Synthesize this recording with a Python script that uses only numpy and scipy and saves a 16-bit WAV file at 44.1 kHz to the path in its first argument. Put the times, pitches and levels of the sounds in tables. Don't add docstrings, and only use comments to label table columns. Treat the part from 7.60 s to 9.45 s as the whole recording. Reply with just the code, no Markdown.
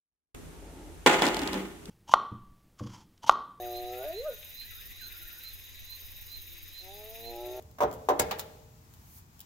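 import sys
import numpy as np
from scipy import signal
from scipy.fft import rfft, irfft, next_fast_len
from scipy.io import wavfile
from scipy.ndimage import uniform_filter1d

SR = 44100
rng = np.random.default_rng(int(sys.argv[2]) if len(sys.argv) > 2 else 0)


def unload_audio(sound):
    columns = np.transpose(np.atleast_2d(sound))
    steps = np.round(np.clip(columns, -1, 1) * 32767)
    wavfile.write(sys.argv[1], SR, steps.astype(np.int16))


N = 81585
T = np.arange(N) / SR
SIZE = next_fast_len(2 * N)
HZ = np.maximum(np.fft.rfftfreq(SIZE, 1 / SR), 1)
CRUST_PAN_DB = 0.54

# start_s, knock_db, grit_db
CATCHES = [(.185, -18.5, -9), (0.2051, 1.5, 2), (.2123, -2.5, -10), (0.2165, -1.5, -8.5), (0.2238, 3, -5),
           (0.2326, -9, -3), (.2376, 2, -22), (.4875, 6, 8), (0.4997, 1.5, -10.5), (0.5023, 0, -12),
           (0.5056, 0, -14), (0.514, -5.5, -36)]
# start_s, level_db, decay_s
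CRACKS = [(0.592, -12.5, .004), (.5945, -2.5, 0.0036), (0.5969, 1, 0.0013), (0.598, -2, 0.0026),
          (.6013, -3, 0.002), (0.6155, -17.5, 0.0011), (0.618, -9.5, 0.0037)]


def from_db(db):
    return 10 ** (np.asarray(db) / 20)


def at_hz(points, hz, column=1):
    points = np.array(points)
    return np.interp(np.log(hz), np.log(points[:, 0]), points[:, column])


def filtered(x, response):
    return irfft(rfft(x, SIZE) * response, SIZE)[..., :N]


def colour(x, tone):
    cepstrum = irfft(np.log(from_db(at_hz(tone, HZ))), SIZE)
    cepstrum[1:SIZE // 2] *= 2
    cepstrum[SIZE // 2 + 1:] = 0
    return filtered(x, np.exp(rfft(cepstrum)))


def burst(start_s, rise_s, decay_s):
    age = np.maximum(T - start_s, 0)
    return (1 - np.exp(-age / rise_s)) * np.exp(-np.minimum(age / decay_s, 60))


def diffuse(sources=None):
    # pitch_hz, correlation
    likeness = [(60, 0.97), (220, 0.87), (450, .68), (800, 0.18), (1300, -.45), (2500, 0.058),
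                (16000, 0.039)]
    a, b = rng.standard_normal((2, N)) if sources is None else sources
    alike = at_hz(likeness, HZ)
    mid = filtered(a, np.sqrt((1 + alike) / 2))
    side = filtered(b, np.sqrt((1 - alike) / 2))
    return np.array([mid + side, mid - side])


def from_left(x, lag_s=0.00019):
    return np.array([x, filtered(x, np.exp(-2j * np.pi * HZ * lag_s))])


def crunch(breaks, tone, rise_s=0.00015, grains_per_s=5500, spread_db=3.5):
    force = sum(from_db(db) * burst(s, rise_s, decay_s) for s, db, decay_s in breaks)
    sizes = from_db(spread_db * np.minimum(rng.exponential(1, (2, N)), 3))
    grains = sizes * rng.choice([-1, 1], (2, N)) * (rng.random((2, N)) < grains_per_s / SR)
    grains /= np.sqrt(np.maximum(uniform_filter1d(grains ** 2, size=128), 1e-3))
    return colour(diffuse(grains * force), tone) * from_db([[CRUST_PAN_DB], [-CRUST_PAN_DB]])


def background(hiss_above_hz=670, echo_fade_s=1):
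    # pitch_hz, level_db
    air_tone = [(20, -58), (45, -36), (85, -30.5), (125, -34.5), (200, -42), (320, -48.5), (520, -61),
                (900, -51.5), (1700, -58.5), (3500, -62.5), (7200, -59.5), (8800, -67.5), (13000, -62.5),
                (16000, -61.5)]
    # pitch_hz, lean_db
    air_lean = [(1500, 0), (5000, 1.5), (15000, 2.5)]
    # time_s, level_db
    hiss_levels = [(0, -2), (.16, -4), (.45, 1), (.95, 1), (1.08, -2), (1.27, -1), (1.42, 0), (1.6, .5),
                   (1.67, -4), (1.78, 0), (1.85, 0)]
    # pitch_hz, level_db
    echo_tone = [(100, -83), (300, -44), (500, -46), (800, -46.5), (1400, -65), (4000, -81)]
    lean = from_db(at_hz(air_lean, HZ) * np.array([[1], [-1]]))
    air = filtered(colour(diffuse(), air_tone), lean)
    treble = filtered(air, HZ ** 2 / (HZ ** 2 + hiss_above_hz ** 2))
    waver = from_db(np.interp(T, *np.transpose(hiss_levels))) - 1
    echo = colour(diffuse(), echo_tone) * np.exp(-np.log(1000) * T / echo_fade_s)
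    return air + treble * waver + echo


def tube_ring(scatter_db=3.5, rise_s=0.00084, crack_db=-6.5):
    # pitch_hz, level_db, ring_s (time to fall 60 dB)
    notes = [(280.2, -49, 0.31), (350.8, -49.5, .25), (377, -50, 0.34), (424, -52, 0.36),
             (448.6, -60.5, 1.42), (472.6, -37, .14), (589, -33, 0.13), (614, -57, 1.1), (745, -35.5, 0.13),
             (794, -42, 0.2), (851, -50, 0.24), (936, -36.5, 0.1), (1014, -36.5, 0.069), (1265, -57, 0.2)]
    # start_s, level_db
    earlier_stroke = (-0.32, 12)
    blows = [earlier_stroke] + [(s, db) for s, db, _ in CATCHES]
    blows += [(s, db + crack_db) for s, db, _ in CRACKS]
    out = 0
    for hz, note_db, ring_s in notes:
        decay_s = ring_s / np.log(1000)
        swing = sum(from_db(rng.normal(db, scatter_db)) * burst(s, rise_s, decay_s) for s, db in blows)
        out += from_db(note_db) * swing * np.sin(2 * np.pi * (hz * T + rng.random()))
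    return from_left(out)


def crumbs():
    # start_s, level_db, decay_s
    ticks = [(.024, -17, .002), (.113, -22, 0.0028), (.313, -9, 0.0022), (.3272, -11, 0.0049),
             (.336, -16.5, 0.013), (.656, -30, .003), (.786, -9.5, 0.022), (.7947, 5, 0.0012),
             (.798, -2, .005), (1.338, -19, 0.0055), (1.7925, -8.5, .0015), (1.804, -3.5, 0.0022),
             (1.8122, -10, 0.0028)]
    # pitch_hz, level_db
    tone = [(200, -58), (900, -45), (2000, -55), (3100, -31.5), (4200, -34), (6400, -34.5), (7300, -28),
            (8500, -39.5), (12000, -30), (15500, -27.5)]
    return crunch(ticks, tone)


def reflections(x, delay_s=.004):
    # pitch_hz, near_db, near_fade_s, far_db, far_fade_s (fades of 60 dB)
    space = [(99, 10.5, 0.4, 6, 0.37), (302, -3.5, 0.54, -2.5, 1), (610, 1, 0.13, -1.5, 0.93),
             (1130, -3, 0.067, -10.5, 0.48), (2700, -0.5, 0.18, -3.5, .75), (6960, -10.5, 0.03, -27, 1),
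             (15000, -15, 0.14, -20.5, 1)]
    noise, echo = rfft(diffuse(), SIZE), 0
    for hz in 62.5 * 2.0 ** np.arange(9):
        octave = np.maximum(1 - np.abs(np.log2(HZ / hz)), 0)
        band = irfft(noise * octave, SIZE)[:, :N]
        near_db, near_fade_s, far_db, far_fade_s = (at_hz(space, hz, k) for k in range(1, 5))
        power = 0
        for db, fade_s in (near_db, near_fade_s), (far_db, far_fade_s):
            rate = np.log(1e6) / fade_s
            power += from_db(db) ** 2 * rate * np.exp(-rate * T)
        echo += band * np.sqrt(power / SR)
    return filtered(x, rfft(echo, SIZE) * np.exp(-2j * np.pi * HZ * delay_s))


def knocks():
    # pitch_hz, level_db
    tone = [(25, -53), (70, -28), (170, -12), (300, 0), (500, 8), (750, 9.5), (1080, 13.5), (1400, -3),
            (2000, -13.5), (4000, -27), (16000, -56)]
    blows = np.zeros(N)
    for s, db, _ in CATCHES:
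        blows[int(s * SR)] -= from_db(db)
    return from_left(colour(blows, tone))


def grit(decay_s=.008):
    # pitch_hz, level_db
    tone = [(30, -49.5), (200, -26.5), (700, -18.5), (1500, -23), (2500, -35), (3700, -33.5), (5000, -41.5),
            (6000, -33), (7500, -42.5), (9000, -45.5), (12000, -43.5), (15500, -35.5)]
    return crunch([(s, db, decay_s) for s, _, db in CATCHES], tone, rise_s=0.00037)


def snaps():
    # start_s, level_db, right_ear_lag_s
    clicks = [(.5969, -3, 0.00013), (.7144, -23, .00002), (.7954, -15, .00002), (0.22, -32, .00005),
              (1.3383, -37, .00005), (1.8045, -44, .00005), (1.812, -43, .00005)]
    out = np.zeros((2, N))
    for s, db, lag_s in clicks:
        out[0, int(s * SR)] += from_db(db + CRUST_PAN_DB)
        out[1, int((s + lag_s) * SR)] += from_db(db - CRUST_PAN_DB)
    return out


def boom(rise_s=0.0026):
    # start_s, level_db, decay_s
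    shudders = [(.226, 2.5, 0.091), (.596, 3.5, 0.066)]
    # pitch_hz, level_db
    tone = [(20, -47), (45, -22.5), (90, -16.5), (140, -25), (220, -36), (500, -53), (3000, -100)]
    level = sum(from_db(db) * burst(s, rise_s, decay_s) for s, db, decay_s in shudders)
    return colour(diffuse(), tone) * level


def shell_crack():
    # pitch_hz, level_db
    tone = [(25, -34), (90, -25.5), (250, -18), (450, -9.5), (950, -8), (1150, -21), (1350, -11.5),
            (1600, -17.5), (2200, -19.5), (6200, -20), (7300, -13.5), (8800, -20), (11000, -23),
            (15500, -19)]
    return crunch(CRACKS, tone)


def falling_piece():
    # start_s, level_db, decay_s
    landings = [(.7105, 5.5, 0.0026), (.7142, 3.5, 0.0032), (.718, -6, 0.011), (.7935, -3, .004)]
    # pitch_hz, level_db
    tone = [(25, -61), (80, -42), (220, -32), (600, -27), (820, -13.5), (1150, -18.5), (1500, -24.5),
            (2100, -26), (4200, -26.5), (5200, -31.5), (7200, -33.5), (9000, -45), (15500, -33)]
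    return crunch(landings, tone)


def swish(peak_s=1.585, rise_s=.1, fall_s=.018):
    # pitch_hz, level_db
    tone = [(500, -74), (3000, -64), (6500, -55), (9000, -56), (13000, -46.5), (16000, -49)]
    swell = np.exp(np.minimum((T - peak_s) / rise_s, (peak_s - T) / fall_s))
    return swell * colour(diffuse(), tone)


def scene():
    work = knocks() + grit() + shell_crack() + snaps() + falling_piece() + crumbs()
    return work + reflections(work) + tube_ring() + boom() + swish() + background()


def record(dry, cutoff_hz=15900):
    return signal.sosfilt(signal.ellip(12, .1, 80, cutoff_hz, fs=SR, output="sos"), dry)


dry = scene()
out = record(dry)
unload_audio(out)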